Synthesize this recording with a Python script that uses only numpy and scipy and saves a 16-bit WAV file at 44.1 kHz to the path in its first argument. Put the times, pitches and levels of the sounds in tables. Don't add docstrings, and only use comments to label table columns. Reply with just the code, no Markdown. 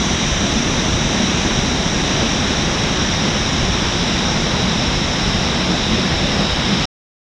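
import sys
import numpy as np
from scipy import signal
from scipy.fft import rfft, irfft, next_fast_len
from scipy.io import wavfile
from scipy.ndimage import uniform_filter1d, map_coordinates

SR = 44100
rng = np.random.default_rng(int(sys.argv[2]) if len(sys.argv) > 2 else 0)


def wav_record(signal):
    frames = np.transpose(np.atleast_2d(signal))
    bounded = np.clip(frames, -1, 1)
    quanta = np.round(bounded * 32767).astype(np.int16)
    wavfile.write(sys.argv[1], SR, quanta)


N = 323673
TIME = np.arange(N) / SR

# frequency_hz, level_db_per_hz
BREAK_SPRAY_SPECTRUM = [(150, -18.5), (500, 1.5), (1500, 3.5), (3000, 0.5), (6000, -11), (14000, -19.5)]
# crest_s, level_db
CLEAR_BREAKS = [(1.51, -28), (2.08, -29), (6.39, -28)]
# frequency_hz, level_db_per_hz
RUSH_SPECTRUM = [(60, -17), (200, -27.5), (330, -1), (520, -3), (850, -3), (1300, -5.5), (2100, -6),
                 (2700, -8.5), (3300, -7.5), (7000, -10), (10000, -14.5), (15000, -22.5)]
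# frequency_hz, level_db_per_hz
SPLASH_SPECTRUM = [(100, -29.5), (320, -0.5), (520, -0.4), (850, -4.5), (1400, -13), (3000, -34.5)]
# frequency_hz, level_db_per_hz
BOOM_SPECTRUM = [(20, -56), (80, -17.5), (118, -6.5), (146, 0), (200, 0), (246, -1.5), (275, -6),
                 (370, -10), (520, -29.5), (1500, -57.5)]
# frequency_hz, level_db_per_hz
RUMBLE_SPECTRUM = [(3, -32.5), (16, -14), (26, -4.5), (36, -3), (50, -1.5), (70, -1), (92, -4), (130, -8.5),
                   (400, -47.5)]
# crest_s, strength_db, trapped_air_pitch_hz, rumble_change_db, splash_change_db
SLUGS_OF_WATER = [(.43, 2, 188, 0, -0.5), (.59, 2.4, 216, 1, 0), (0.821, -0.6, 200, 0.5, -2),
                  (0.931, -2, 165, 7.5, -0.5), (1.04, 2.5, 211, 0, 1), (1.13, 2.2, 240, -1.5, 3),
                  (1.21, 5.5, 202, -1, -2), (1.47, 2.5, 192, 0.5, 0), (1.60, 0.5, 203, 5, 0.5),
                  (2.18, 2, 201, 0.5, 4.5), (3.24, 3, 200, -3, -0.5), (3.64, -2.5, 179, 7, 2),
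                  (3.82, -4, 179, 2.5, 0.5), (4.67, 2.4, 191, 2, -0.5), (4.771, 3, 203, -2.5, -2),
                  (4.901, -5, 200, 4.5, -3), (5.29, -2, 200, 5, -3.5), (5.711, 4, 190, -5, 1.5),
                  (5.909, 4, 223, 2, 2.5), (6.039, 2, 188, -0.5, -1), (6.23, 1.7, 203, 1, 0.5),
                  (6.42, 3.3, 208, -1, 3), (6.721, 5, 204, -3, -3)]
# middle_s, boom_change_db, rumble_change_db
LEVEL_CHANGES = [(.35, -6.5, 6), (2.46, 0, 1.5), (2.75, -2.5, 0.5), (3.14, -3, 3), (3.44, -3, 1),
                 (3.89, -3, -0.5), (4.08, 0.5, -3.5), (5.13, -3, -2), (5.82, -4.5, 4), (6.16, -3.5, 3),
                 (6.52, -9, 6)]
# frequency_hz, gain_db
HOUSING_RESPONSE = [(3480, 0.54), (3740, 3), (3910, 2), (4050, -3.5), (4210, -10), (4400, -12.5),
                    (4900, -12), (5600, -12.5), (7000, -12.5), (12000, -15), (14000, -17.5), (15200, -17)]

FOAM_DB, WIDTH_DB = -22.5, -30.5
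SPLASH_DB, RUMBLE_DB = -31.5, -26.5
BOOM_DB, BOOM_EASE_DB_PER_S = -22, 0.08
BOOM_SWELL_SHARE = 0.3
SLUG_RISE_S, SLUG_FALL_S, CHANGE_S = 0.045, 0.089, 0.045
CLOUD_DB, CLOUD_GROWTH = -26, 1.75
CLOUD_WAVER = 0.0842
CLOUD_RISE_S, CLOUD_FALL_S = 0.04, 0.055
PORT_HZ, PORT_SAG_HZ_PER_S = 5840, 68.4
PORT_DAMPING_HZ_PER_S = 14
STOP_S, TOP_HZ = 6.855, 15100


def amp(db):
    return 10 ** (np.asarray(db) / 20)


def unit(x):
    return x / np.sqrt(np.mean(x ** 2) + 1e-20)


def along(points, hz):
    point_hz, value = np.transpose(points)
    return np.interp(np.log(hz + 1), np.log(point_hz + 1), value)


def wobble(rate):
    knots = rng.standard_normal(int(N * rate / SR) + 4)
    return map_coordinates(knots, [TIME * rate])


def swell(age, rise_s, fall_s):
    return np.exp(-(age / np.where(age < 0, rise_s, fall_s)) ** 2)


def filtered(x, response):
    size = next_fast_len(N + SR // 2)
    hz = np.fft.rfftfreq(size, 1 / SR)
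    return irfft(rfft(x, size) * response(hz), size)[:N]


def turbulence(spectrum, patchy_db):
    z = signal.stft(rng.standard_normal(N), nperseg=512)[2]
    patches = uniform_filter1d(rng.standard_normal(z.shape), size=9, axis=0)
    patches = uniform_filter1d(patches, size=22, axis=1)
    noise = signal.istft(z * amp(patchy_db * unit(patches)), nperseg=512)[1][:N]
    return unit(filtered(noise, lambda hz: amp(along(spectrum, hz))))


def even_flow(x, span_s):
    window = signal.windows.hann(int(span_s * SR) + 3)
    power = signal.fftconvolve(x ** 2, window, "same")
    return unit(x / np.sqrt(np.abs(power) + 1e-9))


def bubbles(count, centre_hz, spread, cycles, scatter_db, rise):
    t = np.arange(SR // 40) / SR
    start = rng.integers(0, N, (count, 1))
    hz = centre_hz * np.exp(spread * rng.standard_normal((count, 1)))
    hz = np.clip(hz, 350, 9000)
    size = amp(scatter_db * np.minimum(rng.exponential(size=(count, 1)), 4))
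    age = hz * t / cycles
    turns = hz * t * (1 + rise * np.minimum(age, 1) / 2)
    ring = size * amp(-60 * age) * np.sin(2 * np.pi * turns)
    places = start + np.arange(len(t))
    cloud = np.bincount(places.ravel(), ring.ravel(), minlength=N)[:N]
    return unit(filtered(cloud, lambda f: 1j * f / (1j * f + 200)))


def level_swells():
    crest_s, strength_db, _, rumble_db, splash_db = np.transpose(SLUGS_OF_WATER)
    middle_s, boom_change_db, rumble_change_db = np.transpose(LEVEL_CHANGES)
    slug = swell(TIME - crest_s[:, None], SLUG_RISE_S, SLUG_FALL_S)
    change = swell(TIME - middle_s[:, None], CHANGE_S, CHANGE_S)
    boom_swell_db = BOOM_SWELL_SHARE * strength_db @ slug + boom_change_db @ change
    rumble_swell_db = rumble_db @ slug + rumble_change_db @ change
    return boom_swell_db, rumble_swell_db, splash_db @ slug


def breaking_waves(count, size_db, scatter_db, rise_s, fall_s):
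    small = [(when * STOP_S, size_db + scatter_db * size) for when, size in rng.random((count, 2))]
    power = np.zeros(N)
    for crest_s, level_db in CLEAR_BREAKS + small:
        crest = int(crest_s * SR)
        near = slice(max(0, crest - SR // 10), crest + SR // 5)
        power[near] += (amp(level_db) * swell(TIME[near] - crest_s, rise_s, fall_s)) ** 2
    return np.sqrt(power) * turbulence(BREAK_SPRAY_SPECTRUM, patchy_db=2.5)


def white_water():
    surge_db = 0.12 * wobble(2.7) + 0.037 * wobble(25)
    rush = turbulence(RUSH_SPECTRUM, patchy_db=0.5)
    fizz = bubbles(count=8000, centre_hz=3120, spread=0.4, cycles=14.0, scatter_db=1.5, rise=0.102)
    spray = bubbles(count=5000, centre_hz=2180, spread=0.57, cycles=3.4, scatter_db=2, rise=0.1)
    return amp(FOAM_DB + surge_db) * (rush + amp(-14.0) * fizz + amp(-21.5) * spray)


def splash(swell_db):
    slap = turbulence(SPLASH_SPECTRUM, patchy_db=2.0)
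    gurgle = bubbles(count=2400, centre_hz=699, spread=0.42, cycles=25, scatter_db=2.5, rise=0.21)
    return amp(SPLASH_DB + swell_db) * (slap + amp(-4.5) * gurgle)


def air_clouds():
    throb = np.zeros(N)
    for crest_s, strength_db, pitch_hz, _, _ in SLUGS_OF_WATER:
        near = np.abs(TIME - crest_s) < 0.3
        age = TIME[near] - crest_s
        drift = map_coordinates(rng.standard_normal(32), [(age - age[0]) * 40])
        turns = np.cumsum(pitch_hz * (1 + CLOUD_WAVER * drift)) / SR + rng.random()
        level = amp(CLOUD_DB + CLOUD_GROWTH * strength_db) * swell(age, CLOUD_RISE_S, CLOUD_FALL_S)
        throb[near] += level * np.sin(2 * np.pi * turns)
    return throb


def plunge_pool(boom_swell_db, rumble_swell_db):
    boom_db = BOOM_DB - BOOM_EASE_DB_PER_S * TIME + boom_swell_db
    boom = even_flow(turbulence(BOOM_SPECTRUM, patchy_db=0.15), span_s=0.18)
    rumble = even_flow(turbulence(RUMBLE_SPECTRUM, patchy_db=-1.9), span_s=0.26)
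    return amp(boom_db) * boom + amp(RUMBLE_DB + rumble_swell_db) * rumble


def scene():
    boom_swell_db, rumble_swell_db, splash_swell_db = level_swells()
    breaks = breaking_waves(count=70, size_db=-37, scatter_db=3.5, rise_s=0.007, fall_s=0.022)
    fall = splash(splash_swell_db) + air_clouds() + plunge_pool(boom_swell_db, rumble_swell_db)
    water = breaks + white_water() + fall
    side_noise = amp(FOAM_DB + WIDTH_DB) * turbulence(RUSH_SPECTRUM, patchy_db=10.0)
    return np.array([water + side_noise, water - side_noise])


def wet_port(x, width_hz):
    hz, time_s, z = signal.stft(x, SR, nperseg=1024)
    f = hz[:, None]
    centre = PORT_HZ - PORT_SAG_HZ_PER_S * time_s
    width = width_hz + PORT_DAMPING_HZ_PER_S * time_s
    response = centre ** 2 / (centre ** 2 - f ** 2 + 1j * f * width)
    return signal.istft(z * response, SR, nperseg=1024)[1][:, :N]


def record(dry):
    running = np.clip((STOP_S - TIME) / 0.002, 0, 1)
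    ported = wet_port(dry, width_hz=458)
    heard = [filtered(side, lambda hz: amp(along(HOUSING_RESPONSE, hz))) for side in ported]
    return np.array([filtered(side * running, lambda hz: hz < TOP_HZ) for side in heard])


dry = scene()
out = record(dry)
wav_record(out)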